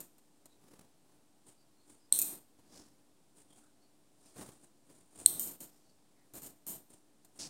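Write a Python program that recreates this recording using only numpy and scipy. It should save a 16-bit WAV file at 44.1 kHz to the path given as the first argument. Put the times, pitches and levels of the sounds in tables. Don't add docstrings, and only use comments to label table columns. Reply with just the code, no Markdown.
import sys
import numpy as np
from scipy import signal
from scipy.fft import rfft, irfft, next_fast_len
from scipy.io import wavfile
from scipy.ndimage import uniform_filter1d

SR = 44100
rng = np.random.default_rng(int(sys.argv[2]) if len(sys.argv) > 2 else 0)


def generate_wav(signal):
    frames = np.transpose(np.atleast_2d(signal))
    scaled = np.clip(frames, -1, 1) * 32767
    pcm = np.round(scaled).astype(np.int16)
    wavfile.write(sys.argv[1], SR, pcm)


N = 330436

# pitch_hz, width_hz, cut_db, knock_db
CLIPPER_MODES = [(3130, 250, -33, -51), (3670, 380, -24.5, -43), (4170, 160, -16, -17),
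                 (5630, 820, -32, -22), (6550, 160, -25.5, -8.5), (7110, 170, -26, -4),
                 (7890, 440, -13, -7), (8400, 320, 0, -2), (9280, 420, -8, -4), (10480, 500, -19.5, -10),
                 (11480, 330, -17.5, -48), (12150, 630, -20, -11.5), (13260, 520, -19, 0.5),
                 (14170, 880, -23, -8), (14970, 570, -28.5, -39), (16000, 300, -33.5, -7.5)]


def undb(db):
    return 10 ** (np.asarray(db) / 20)


def unit(x):
    return x / np.sqrt(np.mean(x ** 2))


def add(track, start_s, sound):
    i = max(int(start_s * SR), 0)
    track[i:i + len(sound)] += sound[:N - i]


def colour(x, points):
    hz, db = np.transpose(points)
    size = next_fast_len(len(x), real=True)
    bins_hz = np.maximum(np.fft.rfftfreq(size, 1 / SR), 1)
    gain = undb(np.interp(np.log(bins_hz), np.log(hz), db))
    return unit(irfft(rfft(x, size) * gain, size)[:len(x)])


def walk(n, knots_per_s):
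    place = np.arange(n) / SR * knots_per_s
    knots = rng.standard_normal(1024)
    return unit(np.interp(place, np.arange(len(knots)), knots))


def grains(n, spread_db):
    size = undb(spread_db * rng.standard_normal(n))
    return unit(rng.standard_normal(n) * size)


def ring(modes):
    hz, width_hz, db = np.transpose(modes)[:, :, None]
    t = np.arange(1024) / SR
    side = (-1) ** np.arange(len(hz))[:, None]
    decay = np.exp(-np.pi * width_hz * t)
    return np.sum(side * width_hz * undb(db) * decay * np.sin(2 * np.pi * hz * t), axis=0)


def clipper(strength_db, tilt_db_per_octave):
    hz, width_hz = np.transpose(CLIPPER_MODES)[:2]
    tilted_db = strength_db + tilt_db_per_octave * np.log2(hz / hz.mean())
    return ring(np.column_stack([hz, width_hz, tilted_db]))


def walls(t60_s=0.53, first_s=0.0045, build_s=0.0045, sparse_db=7, merge_s=0.076):
    t = np.arange(SR // 2) / SR
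    early = np.exp(-t / merge_s)
    separate = np.sqrt(early) * grains(len(t), sparse_db)
    smooth = np.sqrt(1 - early) * rng.standard_normal(len(t))
    late_s = np.maximum(t - first_s, 0)
    shape = (1 - np.exp(-late_s / build_s)) * np.exp(-np.log(1000) * late_s / t60_s)
    return (separate + smooth) * shape / shape.max()


def room(sound, echoes):
    return signal.fftconvolve(echoes, sound / np.linalg.norm(sound))


def snips(echoes, evenness=.7, room_tilt_db=-0.3, crumble_db=-35, crumble_s=0.0061,
          claw_width_hz=1300, crack=0.13):
    # start_s, snap_db, room_db, tilt_db_per_octave, fracture_ms, claw_hz, claw_db
    cuts = [(2.1247, -4.5, -31.5, 0, 0.62, 10150, -11), (5.2609, 0.5, -35.5, -0.5, 0.69, 13450, -9.5)]
    out, cut_db = np.zeros(N), np.array(CLIPPER_MODES)[:, 2]
    t = np.arange(1024) / SR
    for start_s, snap_db, room_db, tilt_db, fracture_ms, claw_hz, claw_db in cuts:
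        swell = 1 - np.exp(-(1000 * t / fracture_ms) ** 2)
        snap = clipper(cut_db, tilt_db) * swell
        snap = snap / np.abs(snap).max()
        snap[:4] += crack * np.array([.5, .5, -0.66, -0.37])
        add(out, start_s, undb(snap_db) * snap)
        steel = clipper(evenness * cut_db, tilt_db + room_tilt_db)
        spread = steel + ring([(claw_hz, claw_width_hz, claw_db)])
        fibres = grains(len(t), spread_db=3.5) * np.exp(-t / crumble_s)
        add(out, start_s, undb(snap_db + crumble_db) * room(spread, fibres))
        add(out, start_s, undb(room_db) * room(spread, echoes))
    return out


def clacks(echoes, chatter_s=0.0085, chatter=.07, tick=.45, unevenness_db=4):
    # start_s, peak_db, room_db, ping_hz (depends on where the lever is held)
    knocks = [(.004, -30.5, -51, 2620), (.182, -39.5, -63, 2500), (0.457, -37.5, -63.5, 1490),
              (2.1893, -11.5, -43, 2540), (2.2164, -12.5, -38, 2505), (5.3954, -17.5, -36.5, 3070),
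              (5.474, -31, -60, 2560), (5.605, -32, -48, 3050), (6.337, -34.5, -50, 2380),
              (6.353, -38.5, -51, 2410), (6.42, -36.5, -48.5, 3000), (6.463, -37.5, -56, 3060),
              (6.667, -29.5, -40.5, 3040), (7.248, -39.5, -63, 3600)]
    ping_width_hz, ping_db = 56, -12.5
    bounce_s, bounce_db = .007, -7.5
    plain_room_db, tilt_per_db = -44, 0.35
    out, knock_db = np.zeros(N), np.array(CLIPPER_MODES)[:, 3]
    t = np.arange(512) / SR
    for start_s, peak_db, room_db, ping_hz in knocks:
        steel = clipper(knock_db, tilt_per_db * (room_db - plain_room_db))
        blow = steel + ring([(ping_hz, ping_width_hz, ping_db)])
        blow[:2] += tick * np.abs(blow).max() * np.array([1, -1])
        for delay_s, loss_db in [(0, 0), (bounce_s, bounce_db)]:
            contact = chatter * grains(len(t), unevenness_db) * np.exp(-t / chatter_s)
            contact[0] = 1
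            knock = np.convolve(contact, blow)
            add(out, start_s + delay_s, undb(peak_db + loss_db) * knock / np.abs(knock).max())
        add(out, start_s, undb(room_db) * room(blow, echoes))
    return out


def strokes(table, rise, spectrum, grain_db, catch_db, catches_per_s):
    out, t = np.zeros(N), np.arange(-SR // 4, SR // 4) / SR
    share = np.clip(np.where(t < 0, rise, 1 - rise), .01, 1)
    for height_s, length_s, level_db in table:
        catching = undb(catch_db * walk(len(t), catches_per_s))
        slips = colour(grains(len(t), grain_db) * catching, spectrum)
        swell = np.exp(-.5 * (t / (share * length_s)) ** 2)
        add(out, height_s + t[0], undb(level_db) * slips * swell)
    return out


def scrapes():
    # height_s, length_s, level_db
    slides = [(1.49, 0.078, -55.5), (1.905, 0.11, -56.5), (3.39, .075, -55.5), (3.56, 0.14, -57),
              (4.27, 0.21, -58.5), (4.40, 0.078, -55.5), (4.50, 0.14, -57.5), (4.635, 0.064, -57),
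              (4.945, 0.17, -57), (5.20, 0.16, -52.5), (6.925, 0.082, -55.5), (7.37, 0.06, -57)]
    # pitch_hz, density_db_per_hz
    spectrum = [(300, -14), (2000, -21.5), (5500, -23.5), (7000, -4.5), (8200, -2.5), (9400, 3),
                (10400, -19.5), (16000, -21.5)]
    return strokes(slides, 0.38, spectrum, grain_db=5.0, catch_db=0.75, catches_per_s=180)


def fur(swish_hz=6200):
    # height_s, length_s, level_db, rise_share
    brushes = [(2.768, .16, -55, 0.42), (4.286, 0.11, -61, 0.5), (5.764, 0.22, -63, .35),
               (7.393, 0.066, -44.5, 0.03)]
    # multiple_of_swish_hz, density_db_per_hz
    swish = np.array([(.05, -35), (.3, -22), (.6, -13.5), (.82, -2.5), (1, -5.5), (1.2, -7.5), (1.5, -10),
                      (1.9, -27), (2.8, -49)]) * [swish_hz, 1]
    return sum(strokes([stroke], rise, swish, grain_db=6.5, catch_db=0.2, catches_per_s=310)
               for *stroke, rise in brushes)


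def shifts():
    # height_s, length_s, level_db
    grips = [(.70, 0.24, -51), (1.10, 0.12, -55), (2.59, 0.018, -52), (2.77, 0.39, -56.5),
             (4.39, 0.08, -46.5), (4.485, 0.091, -51), (4.905, 0.028, -52.5), (5.33, .3, -59.5),
             (6.33, 0.39, -58.5)]
    # pitch_hz, density_db_per_hz
    spectrum = [(30, -22), (70, -9), (140, -2.5), (290, -2), (600, -10), (1200, -16), (2600, -25),
                (6000, -23.5), (10000, -20.5), (13000, -29), (16000, -28)]
    return strokes(grips, 0.35, spectrum, grain_db=6, catch_db=2.0, catches_per_s=180)


def chirps(blur_knots_per_s=500, width_s=.04, level_db=-63):
    # height_s, pitch_hz
    notes = [(.53, 3950), (1.61, 4680), (1.818, 4300), (2.041, 5010), (3.525, 3300), (3.66, 1450),
             (3.847, 4450), (5.9, 4500), (6.203, 1975)]
    out, t = np.zeros(N), np.arange(-SR // 8, SR // 8) / SR
    swell = np.exp(-(t / width_s) ** 2)
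    for height_s, hz in notes:
        blur = walk(len(t), blur_knots_per_s) + 1j * walk(len(t), blur_knots_per_s)
        note = np.real(blur * np.exp(2j * np.pi * hz * t))
        add(out, height_s + t[0], undb(level_db) * swell * note)
    return out


def air(rush_db=-55, hum_hz=297.2, hum_db=-63.5):
    # pitch_hz, density_db_per_hz
    spectrum = [(25, -29.5), (45, -19), (70, -11), (130, -6), (260, -2.5), (370, -5), (480, -10),
                (700, -9.5), (1200, -17.5), (2100, -22.5), (4200, -21), (6500, -22), (8600, -18),
                (12000, -26.5), (16000, -31)]
    rush = colour(rng.standard_normal(N), spectrum)
    t = np.arange(N) / SR
    wander_rad = .7 * walk(N, knots_per_s=15)
    hum = np.sqrt(2) * np.sin(2 * np.pi * hum_hz * t + wander_rad)
    return undb(rush_db) * rush + undb(hum_db) * hum


def scene():
    echoes = walls()
    steel = snips(echoes) + clacks(echoes) + scrapes()
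    hands = fur() + shifts()
    return (steel + hands + chirps() + air())[None]


def gate(x, shut_db=-60.0, span_db=11, depth_db=16.0, low_hz=2000, high_hz=11000, window_s=0.0093):
    band_hz = [low_hz, min(high_hz, .45 * SR)]
    treble = signal.sosfilt(signal.butter(2, band_hz, "band", fs=SR, output="sos"), x)
    size = max(int(window_s * SR), 1)
    power = uniform_filter1d(treble ** 2, size, origin=size // 5)
    power_db = 10 * np.log10(np.maximum(power, 1e-12))
    opening = np.clip((power_db - shut_db) / span_db, 0, 1)
    return x * undb(-depth_db * np.cos(np.pi / 2 * opening) ** 2)


def record(dry):
    top_hz, offset = 15750, -.0004
    low_pass = signal.ellip(10, .2, 80, top_hz, fs=SR, output="sos")
    return signal.sosfilt(low_pass, gate(dry)) + offset


dry = scene()
out = record(dry)
generate_wav(out)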